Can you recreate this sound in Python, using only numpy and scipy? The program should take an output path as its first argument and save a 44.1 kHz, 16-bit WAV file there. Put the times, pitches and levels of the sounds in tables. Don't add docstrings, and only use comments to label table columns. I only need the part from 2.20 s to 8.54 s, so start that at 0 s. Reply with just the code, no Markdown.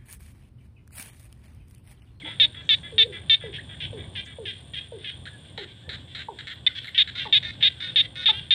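import sys
import numpy as np
from scipy import signal
from scipy.fft import rfft, irfft, next_fast_len
from scipy.io import wavfile
from scipy.ndimage import uniform_filter1d, map_coordinates

SR = 44100
rng = np.random.default_rng(int(sys.argv[2]) if len(sys.argv) > 2 else 0)


def unload_audio(sound):
    columns = np.transpose(np.atleast_2d(sound))
    steps = np.round(np.clip(columns, -1, 1) * 32767)
    wavfile.write(sys.argv[1], SR, steps.astype(np.int16))


def magnitude_from_level(level_db):
    exponent = np.asarray(level_db, float) / 20
    return 10 ** exponent


N = 279594
TIME = np.arange(N) / SR

CLEAR, HOARSE, SHAKY = 0.006, 0.045, 0.12


def unit(x):
    return x / np.sqrt(np.mean(x ** 2) + 1e-20)


def along(points, hz):
    f, v = np.transpose(points)
    return np.interp(np.log(hz + 1), np.log(f + 1), v)


def curves(rows):
    s, *cols = np.transpose(rows)
    return [np.interp(TIME, s, c) for c in cols]


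def wobble(rate):
    return map_coordinates(rng.standard_normal(int(N * rate / SR) + 4), [TIME * rate])


def noise(spectrum):
    size = next_fast_len(N)
    colour = magnitude_from_level(along(spectrum, np.fft.rfftfreq(size, 1 / SR)))
    return unit(irfft(rfft(rng.standard_normal(size)) * colour, size)[:N])


def ringing(spectrum, size=4096):
    cepstrum = irfft(np.log(magnitude_from_level(along(spectrum, np.fft.rfftfreq(size, 1 / SR))) + 1e-6))
    cepstrum[1:size // 2] *= 2
    cepstrum[size // 2 + 1:] = 0
    h = irfft(np.exp(rfft(cepstrum)))[:size // 2]
    return h / np.linalg.norm(h)


def glide(s, hz, db, edge, drop):
    out = np.zeros(N)
    start = int(s[0] * SR)
    t = TIME[start:int(s[-1] * SR)]
    settle = 1 + drop * np.exp(-np.abs(t - s[0]) / 0.006)
    phase = 2 * np.pi * np.cumsum(np.interp(t, s, hz) * settle) / SR
    gate = np.clip(np.minimum(t - s[0], s[-1] - t) / edge, 0, 1)
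    level = np.sqrt(2) * magnitude_from_level(np.interp(t, s, db))
    out[start:][:len(t)] = level * np.sin(gate * np.pi / 2) ** 2 * np.sin(phase)
    return out


def echo(x, delay=0.013):
    # (frequency [Hz], time to fall 60 dB [s])
    banks = [(300, 0.38), (2000, 0.17), (3500, 0.21), (8000, 0.12)]
    hz, t, z = signal.stft(rng.standard_normal(SR * 3 // 4), SR, nperseg=256)
    dying = magnitude_from_level(-60 * t / along(banks, hz)[:, None])
    tail = signal.istft(z * dying, SR, nperseg=256)[1]
    delayed = np.pad(x, (int(delay * SR), 0))
    return signal.fftconvolve(delayed, tail / np.linalg.norm(tail))[:N]


def reeds(x, db, t60=0.032, size=4096):
    out = np.pad(x, (0, 2 * size))
    t = np.arange(size // 2) / SR
    for a in range(0, N, size // 2):
        paths = rng.standard_normal(len(t)) * magnitude_from_level(-60 * t / t60)
        piece = x[a:a + size] * np.hanning(size)[:N - a]
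        if np.abs(piece).max() > 1e-7:
            scattered = signal.fftconvolve(piece, paths / np.linalg.norm(paths))
            out[a:][:len(scattered)] += magnitude_from_level(db) * scattered
    return out[:N] / np.sqrt(1 + magnitude_from_level(2 * db))


def add_pulses(out, call, jitter, scatter_db):
    steady_s = 0.024
    ragged, ragged_s = 0.2, 0.013
    s, rate, db = np.transpose(call)
    t = np.arange(s[0], s[-1], 1 / SR)
    cycles = np.cumsum(np.interp(t, s, rate)) / SR
    chance = rng.standard_normal((2, 60))[:, :int(cycles[-1]) + 1]
    beat = np.arange(chance.shape[1])
    due = np.interp(beat, cycles, t)
    stumble = ragged * np.clip(1 - (s[-1] - due) / ragged_s, 0, 1)
    scatter = np.interp(due - s[0], [0, steady_s], [np.max(jitter), np.min(jitter)])
    when = np.interp(beat + np.abs((scatter + stumble) * chance[0]), cycles, t)
    size = magnitude_from_level(np.interp(when, s, db) + scatter_db * chance[1]) * np.sqrt(SR / np.interp(when, s, rate))
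    at = np.floor(when * SR).astype(int)[:, None] + np.arange(-8, 9)
    off = at - when[:, None] * SR
    np.add.at(out, at, size[:, None] * np.sinc(off) * np.cos(np.pi * off / 18) ** 2)


def voice(calls, sac, jitter, scatter_db, tighten=1):
    pulses, empty = np.zeros(N + SR), np.zeros(N + SR)
    for call in calls:
        add_pulses(pulses, call, jitter, scatter_db)
        a, b = int(call[0][0] * SR) - 9, int(call[-1][0] * SR) + 9
        empty[max(a, 0):b] = np.clip(np.linspace(-0.3, 1.6, b - max(a, 0)), 0, 1)
    if tighten == 1:
        return signal.fftconvolve(pulses, ringing(sac))[:N]
    tight_sac = [(tighten * hz, db) for hz, db in sac]
    full = signal.fftconvolve(pulses * (1 - empty), ringing(sac))
    emptied = signal.fftconvolve(pulses * empty, ringing(tight_sac))
    return (full + emptied)[:N]


def far_frog(rows, sac, jitter, scatter_db, start_db, end_db, rally, settle=0.5):
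    calls = [[(s, first, db + start_db),
              (s + settle * long, mid, db),
              (s + 0.89 * long, mid * (1 + 2 * rally) / 3, db),
              (s + long, rally * mid, db + end_db)]
             for s, long, db, first, mid in rows]
    return voice(calls, sac, jitter, scatter_db)


def traffic():
    # (time [s], level [dB])
    swell = [(0, -45.5), (1.8, -45.5), (2.7, -46), (3.7, -45), (4.3, -48), (5.5, -46), (6.34, -46)]
    # (frequency [Hz], level [dB])
    hum = [(13, -32), (22, -36), (72, 2), (103, 4), (136, 1.5), (204, -9), (285, -10.5), (398, -17.5),
           (537, -17.5), (1200, -27), (1560, -74), (2640, -120)]
    level_db = curves(swell)[0] + 1.5 * wobble(3.5) + 1.8 * wobble(12)
    return magnitude_from_level(level_db) * noise(hum)


def crickets():
    # (start [s], end [s], swell [s], level [dB])
    bouts = [
        (0, 0.376, 0.018, -61),
        (.48, 3.37, 0.06, -62),
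        (5.351, 6.5, .4, -64),
    ]
    # (time [s], rate [strokes/s])
    strokes = [(0, 43.1), (1.6, 43.4), (2.5, 42.8), (3.3, 42), (5.4, 44.4), (6.34, 44.2)]
    # (frequency [Hz], level [dB])
    wing_colour = [(7900, -40), (8500, -12), (8700, 0), (9050, -1), (9250, -10), (9550, -14), (9900, -40)]
    # (frequency [Hz], level [dB])
    hiss = [(3500, -44.5), (4500, -31.5), (5300, -14.5), (6200, -21.5), (6800, -16.5), (7200, -2),
            (7650, -11.5), (8400, 1), (9400, -18.5), (9900, -21.5), (11000, -17.5), (12500, -32.5),
            (15000, -22), (15600, -37)]
    silent_db, shy_db, stop_s = -79.5, -13.5, 0.03
    close_db = np.max([np.interp(TIME, [a - stop_s, a, a + swell, b - stop_s, b],
                                 [silent_db, db + shy_db, db, db, silent_db])
                       for a, b, swell, db in bouts], axis=0)
    rate = curves(strokes)[0]
    into = (np.cumsum(rate) / SR + 0.3) % 1 / rate
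    scrapes = 0
    for delay, db in [(0.0045, 0), (0.0113, -0.5), (0.0145, -12), (0.018, -11)]:
        u = np.clip(into - delay, 0, 1) / 0.0009
        scrapes = scrapes + magnitude_from_level(db) * u * np.exp(1 - u)
    wing = np.sin(2 * np.pi * np.cumsum(8850 + 90 * wobble(500)) / SR)
    close = unit(scrapes * magnitude_from_level(2 * wobble(90)) * wing) + 0.38 * noise(wing_colour)
    return magnitude_from_level(close_db - 2.5) * close + magnitude_from_level(-70 + 1.3 * wobble(5)) * noise(hiss)


def chorus(count=150):
    # (time [s], level [dB])
    swell = [(0, -47.5), (.26, -53), (.75, -54), (.94, -52), (1.3, -53), (2.7, -56.5), (2.9, -49),
             (3.0, -54.5), (4.1, -55.5), (4.31, -49), (4.43, -56.5), (4.56, -47.5), (4.7, -49.5),
             (5.55, -50), (5.7, -44), (5.86, -58), (6.1, -39), (6.34, -55.5)]
    # (frequency [Hz], level [dB])
    sac = [(700, -33), (1100, -28), (1520, -8.5), (2150, -13), (2600, -12.5), (3170, -2), (3450, 0.5),
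           (3900, -9.5), (4660, -21.5), (6000, -37), (9000, -63.5)]
    blur = 1.8
    gap = N / SR / count
    rows = []
    for i, (late, loud, quick) in enumerate(rng.random((count, 3))):
        hz = 330 + 110 * quick
        rows.append((0.01 + gap * (i + late), 0.07, 7 * loud, 1.2 * hz, hz))
    direct = far_frog(rows, sac, jitter=HOARSE, scatter_db=2, start_db=-6, end_db=-9, rally=1.2)
    blurred = unit(direct) + blur * np.roll(unit(echo(direct)), SR)
    steady = blurred / np.sqrt(uniform_filter1d(blurred ** 2, SR // 5) + 1e-9)
    return magnitude_from_level(curves(swell)[0]) * steady


def peeps():
    # (time [s], length [s], level [dB], first pitch [Hz], last pitch [Hz])
    rows = [(6.0825, .0145, -40.5, 1390, 1230), (0.015, 0.02, -43.5, 2350, 2000),
            (1.1, 0.021, -49, 2250, 1960), (1.382, 0.02, -37.5, 1560, 2040), (1.2, .015, -43, 3150, 3600),
            (1.394, .008, -50, 3900, 4200), (3.064, 0.0203, -41.5, 1350, 1900),
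            (3.1, 0.077, -59, 1750, 1650), (3.632, .05, -60, 1680, 1800), (5.06, .018, -44, 2000, 1900),
            (3.378, 0.01, -36, 910, 740), (4.084, 0.012, -33, 910, 880), (5.057, 0.021, -34.5, 953, 820),
            (0.033, 0.044, -48.5, 288, 331), (0.061, 0.032, -48.5, 560, 470),
            (0.052, 0.045, -48.5, 880, 918), (0.21, 0.06, -52, 290, 314), (0.19, 0.09, -57.5, 594, 610),
            (0.21, 0.06, -58.5, 875, 938), (4.474, 0.012, -28.5, 1890, 2170),
            (4.678, 0.016, -39.5, 2300, 1900), (6.086, 0.031, -40, 900, 830),
            (4.487, 0.024, -47, 1600, 1400), (5.0525, 0.0135, -41.5, 1185, 1075),
            (5.661, 0.38, -63.5, 511, 521)]
    tones = sum(glide([s, s + long], [first, last], [db, db], edge=min(long / 2, 0.004), drop=0)
                for s, long, db, first, last in rows)
    tones = tones * magnitude_from_level(3 * wobble(60))
    return tones + magnitude_from_level(-12.5) * echo(tones)


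def fourth_frog():
    # (time [s], length [s], level [dB], first pulse rate [Hz], middle pulse rate [Hz])
    rows = [
        (.046, 0.078, -38, 320, 336),
        (.345, .078, -45, 306.6, 337.2),
        (.632, 0.054, -44.5, 329, 339.4),
        (.925, 0.055, -41, 350.5, 334.7),
        (1.21, .07, -43.5, 349, 332.8),
        (1.492, 0.063, -44.5, 341, 323.2),
        (1.774, 0.054, -47, 321, 333.3),
        (2.06, 0.078, -46.5, 359.4, 329.4),
    ]
    # (frequency [Hz], level [dB])
    sac = [(800, -36.5), (1350, -15.5), (1700, -5), (2100, -3), (2600, -12.5), (3000, -10.5), (3350, 5.5),
           (3700, -5), (4100, -31.5), (4600, -33.5), (5500, -43), (6750, -52), (7200, -33), (7600, -50),
           (9000, -58)]
    calls = far_frog(rows, sac, (SHAKY, CLEAR), scatter_db=2, start_db=-1, end_db=-10, rally=1, settle=0.35)
    return reeds(calls, db=-6)


def grass():
    # (time [s], length [s], level [dB], low edge [Hz], high edge [Hz])
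    rustles = [(.879, .004, -67, 10500, 15600), (2.048, 0.032, -57.5, 6200, 8400),
               (2.052, 0.026, -76, 8200, 12000), (4.32, 0.038, -71, 9550, 21000),
               (4.62, 0.084, -74, 7900, 12000), (4.63, .09, -74, 9700, 12200),
               (4.62, .1, -84, 14400, 15500), (4.74, .04, -77, 10800, 11800),
               (4.49, 0.12, -79.5, 10500, 11500), (1.8, .012, -77, 7000, 12000),
               (3.057, .03, -68.5, 6500, 9900), (.42, 0.22, -69, 5300, 8350), (.33, .06, -82, 10700, 11100),
               (6.12, .09, -77, 10400, 11500), (4.95, .12, -76, 10400, 11500),
               (5.77, .09, -79, 10300, 11500), (2.055, .012, -62, 4500, 6100),
               (4.63, .09, -81, 12200, 14400), (.054, .033, -50, 380, 900)]
    out = np.zeros(N)
    for s, long, db, lo, hi in rustles:
        swell = np.sin(np.pi * np.clip((TIME - s) / long, 0, 1))
        band = noise([(0.95 * lo, -40), (lo, 0), (hi, 0), (1.03 * hi, -40)])
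        out += magnitude_from_level(db) * np.sqrt(np.clip(swell, 0, 1)) * band * magnitude_from_level(4 * wobble(150))
    return out


def near_frog():
    # (time [s], length [s], level [dB])
    rows = [
        (.199, 0.059, -15.5),
        (0.4914, 0.061, -15.5),
        (0.7812, 0.058, -15),
        (1.097, 0.058, -15.5),
        (4.779, 0.052, -14.5),
        (5.126, .06, -15),
        (5.4266, 0.0617, -15.5),
        (5.759, 0.06, -15.5),
        (6.058, 0.057, -16),
        (6.307, 0.05, -16),
    ]
    # (time [s], rate [Hz])
    rates = [
        [(0.199, 471), (0.209, 449), (0.22, 450), (0.231, 415), (0.241, 421.4), (0.251, 463), (0.257, 473)],
        [(0.491, 468.5), (0.525, 428), (0.533, 435.7), (0.543, 450), (0.548, 476)],
        [(0.782, 472), (0.796, 451), (0.814, 435.5), (0.821, 445), (0.832, 478), (0.837, 470)],
        [(1.097, 464.6), (1.117, 441.5), (1.154, 453)],
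        [(4.778, 482), (4.802, 398.4), (4.814, 420.4), (4.826, 475), (4.831, 476)],
        [(5.126, 464), (5.132, 451), (5.142, 445.6), (5.152, 404.7), (5.168, 421), (5.18, 451), (5.184, 477)],
        [(5.426, 471.4), (5.452, 395.7), (5.458, 408), (5.474, 419), (5.482, 464), (5.486, 476)],
        [(5.759, 468.6), (5.787, 409.3), (5.797, 404), (5.807, 465), (5.817, 458)],
        [(6.058, 474.6), (6.084, 403.4), (6.093, 416), (6.104, 457), (6.112, 447)],
        [(6.307, 455.5), (6.315, 447.5), (6.327, 398), (6.338, 411.4)],
    ]
    # (time [s], pulse rate [Hz], level [dB])
    choked = [
        (4.465, 501, -15.5),
        (4.474, 511, -13),
        (4.478, 514, -23),
        (4.479, 515, -24),
    ]
    # (frequency [Hz], level [dB])
    sac = [(800, -55.5), (1300, -37), (1700, -19.5), (2100, -16), (2900, -12), (3300, -6), (3480, 2.5),
           (3610, 3.5), (3760, 0), (3880, -17), (4050, -18), (4400, -25.5), (5200, -41), (6400, -53),
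           (6800, -65), (8000, -88)]
    # (frequency [Hz], level [dB])
    overtones = [(6700, -45), (7050, -4), (7280, 2), (7600, -9), (8200, -12), (9100, -26), (10300, -17),
                 (11200, -24), (12300, -36), (13800, -25), (14700, -8), (15200, -7), (15650, -19),
                 (15800, -60)]
    even = 0.009
    calls = [np.array(choked)]
    for (s, long, db), rate in zip(rows, rates):
        at = s + np.linspace(0, long, num=16)
        effort = np.interp(at - s, [0, long / 8, long - 0.008, long], [1.5, 0, -0.3, -13])
        calls.append(np.transpose([at, np.interp(at, *np.transpose(rate)), db + effort]))
    body = voice(calls, sac, jitter=even, scatter_db=0.55, tighten=1.0124)
    upper = voice(calls, overtones, jitter=even, scatter_db=1.5, tighten=0.975)
    return reeds(body + magnitude_from_level(-43) * upper, db=-16, t60=0.012)


def hoot(s, long, hz, db, over_db, drop=0.27):
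    settle_s, dying_s = 0.0083, 0.025
    at = np.array([0, min(settle_s, long / 3), long - min(dying_s, long / 2), long])
    pitch = hz * np.array([1.074, 1, 0.949, 0.68])
    tone = glide(s + at, pitch, db + np.array([15, 0, 2.5, -7]), edge=0.0052, drop=drop)
    fading_db = over_db - 349 * at
    return tone + glide(s + at, 2 * np.minimum(pitch, hz), fading_db, edge=0.0015, drop=0.08)


def toad():
    # (time [s], length [s], early pitch [Hz], late pitch [Hz], level [dB])
    held_row = (.722, .15, 430, 450, -42)
    # (time [s], length [s], pitch [Hz], level [dB], overtone level [dB])
    resumed = (.872, .055, 432, -43, -70)
    # (time [s], length [s], pitch [Hz], level [dB], overtone level at the start [dB])
    rows = [
        (1.237, 0.074, 447, -41, -58),
        (1.729, 0.07, 446, -41.5, -58),
        (2.184, 0.072, 451.5, -41, -54.5),
        (2.72, 0.065, 457, -42, -54.5),
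        (3.38, 0.064, 421, -44, -49),
        (3.681, 0.026, 437, -50, -56),
        (4.086, 0.053, 438, -46.5, -39),
        (5.053, 0.057, 431, -49.5, -40.5),
        (5.44, 0.031, 500, -52.5, -62.5),
        (6.085, 0.06, 438, -51.5, -44.5),
    ]
    s, long, early, late, db = held_row
    held = glide([s, s + 2 * 0.0083, s + 0.83 * long, s + 0.92 * long, s + long],
                 [1.074 * early, early, late, 1.08 * late, 1.2 * late],
                 [db, db, db, db + 8, db - 1], edge=0.004, drop=0.27)
    hoots = held + hoot(*resumed, drop=0.02) + sum(hoot(*row) for row in rows)
    return hoots + magnitude_from_level(-11) * echo(hoots)


def second_frog():
    # (time [s], length [s], level [dB], first pulse rate [Hz], middle pulse rate [Hz])
    croaks = [
        (1.327, .012, -42, 395, 400),
        (1.337, .04, -36.5, 380, 400),
    ]
    rows = [
        (1.603, 0.058, -34.5, 431.4, 377.8),
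        (1.953, 0.06, -34.5, 437.5, 390),
        (2.2545, .065, -34.5, 448, 395.2),
        (2.536, .065, -34, 477, 400.2),
        (2.844, .065, -35.5, 439.4, 406.5),
        (4.747, 0.053, -31.5, 377, 386),
        (4.981, 0.056, -33.5, 428, 390),
        (5.408, 0.082, -32.5, 443, 390.3),
        (6.13, .074, -36.5, 390, 400),
    ]
    # (frequency [Hz], level [dB])
    sac = [(800, -75), (1350, -27), (1700, -10.5), (2100, -9), (2600, -9), (3000, -3), (3300, 3),
           (3650, -4), (4100, -19), (4600, -29), (5500, -37), (6500, -46), (11000, -81)]
    clear = far_frog(rows, sac, (SHAKY / 2, CLEAR), scatter_db=2, start_db=-0.5, end_db=-13, rally=1.05)
    croaked = far_frog(croaks, sac, 2 * HOARSE, scatter_db=3, start_db=-2, end_db=-8, rally=1.05)
    return reeds(clear + croaked, db=-6)


def distant_frogs():
    # (time [s], length [s], level [dB], first pulse rate [Hz], middle pulse rate [Hz])
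    rows = [(2.335, 0.08, -52, 430, 402), (2.47, 0.025, -58.5, 392, 380), (2.62, .06, -51, 414, 391),
            (2.785, .06, -49.5, 407, 412), (3.245, 0.065, -55, 427, 388), (3.47, 0.056, -51.5, 423, 389),
            (3.79, 0.027, -52, 421, 377), (3.875, 0.088, -52.5, 407, 381),
            (4.487, 0.035, -45.5, 416, 398.5), (4.552, 0.027, -36.5, 414.5, 375),
            (4.571, 0.02, -32, 403.4, 395.4), (4.6, .04, -45, 410, 387.5), (4.69, 0.027, -57, 404, 386),
            (5.82, 0.043, -39, 438, 394), (6.2, 0.063, -63, 398, 394)]
    # (frequency [Hz], level [dB])
    sac = [(800, -52.5), (1350, -21), (1700, -10.5), (2100, -9.5), (2600, -15), (3000, -6), (3450, 0),
           (3900, -10.5), (4500, -24), (5500, -32.5), (9000, -64.5)]
    calls = far_frog(rows, sac, HOARSE, scatter_db=1.5, start_db=-3, end_db=-8, rally=1.05)
    return reeds(calls, db=3)


def hoarse_frog():
    # (time [s], length [s], level [dB], first pulse rate [Hz], middle pulse rate [Hz])
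    rows = [
        (3.055, 0.036, -45, 445, 415),
        (3.377, 0.074, -39.5, 473, 399.3),
        (3.692, 0.072, -38.5, 463, 392),
        (3.949, 0.087, -39.5, 465, 393.3),
        (4.188, 0.024, -38, 440, 325.6),
        (4.271, 0.064, -39, 445, 372.7),
        (4.645, 0.015, -41, 458, 406),
        (4.672, 0.023, -44, 415, 357),
        (4.875, 0.028, -38, 444, 381.6),
    ]
    # (frequency [Hz], level [dB])
    sac = [(800, -52), (1350, -12), (1700, -.4), (2100, -1.5), (2700, -11), (3300, -1.5), (3900, 1),
           (4200, -3.5), (4700, -23), (5500, -30), (6500, -36.5), (7500, -27), (10200, -47), (11000, -42.5),
           (11800, -53), (13000, -58)]
    rally = 1.04
    calls = [[(s, first, db + 4),
              (s + 0.3 * long, 0.85 * mid, db - 3),
              (s + 0.6 * long, mid, db),
              (s + 0.9 * long, rally * mid, db - 1),
              (s + long, rally * mid, db - 11)]
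             for s, long, db, first, mid in rows]
    return reeds(voice(calls, sac, HOARSE, scatter_db=2, tighten=0.96), db=-6)


def fifth_frog():
    # (time [s], length [s], level [dB], first pulse rate [Hz], middle pulse rate [Hz])
    rows = [
        (4.952, 0.059, -35.5, 341, 366),
        (5.02, 0.047, -41.5, 369.4, 362.4),
        (5.228, 0.073, -36.5, 344, 363),
        (5.603, 0.08, -37, 336.4, 371.8),
        (5.956, 0.085, -36.5, 347, 370),
    ]
    # (frequency [Hz], level [dB])
    sac = [(800, -51), (1400, -17), (2100, -10), (2800, -17), (3250, -13), (3600, 1), (4000, -10.5),
           (4600, -27), (5500, -33), (6500, -40), (9800, -58), (11000, -49), (12000, -70)]
    calls = far_frog(rows, sac, (SHAKY, CLEAR), scatter_db=1.8, start_db=0, end_db=-7, rally=0.97, settle=0.35)
    return reeds(calls, db=-5)


def frogs():
    # (frequency [Hz], level [dB])
    sideways = [(1200, -0.7), (1900, 5.5), (3000, -2), (3550, -4.5), (4000, 3.5), (4400, 8.5), (5000, 5.5),
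                (6000, 3.5)]
    near = near_frog()
    far = [(fourth_frog(), -5), (second_frog(), -8.5), (distant_frogs(), -10),
           (hoarse_frog(), -10), (fifth_frog(), -4.5)]
    wet = magnitude_from_level(-22.5) * echo(signal.fftconvolve(near, ringing(sideways))[:N])
    wet = wet + sum(magnitude_from_level(echo_db) * echo(calls) for calls, echo_db in far)
    direct = near + magnitude_from_level(1.5) * sum(calls for calls, _ in far)
    return direct + wet * magnitude_from_level(3.5 * wobble(220))


def scene():
    return (traffic() + crickets() + chorus() + peeps() + grass() + toad() + frogs())[None]


def top_cut(x):
    return signal.sosfilt(signal.butter(12, 15760, fs=SR, output="sos"), x)


def record(dry):
    mix = dry * np.clip((N / SR - TIME) / 0.002, 0, 1)
    return top_cut(mix)


dry = scene()
out = record(dry)
unload_audio(out)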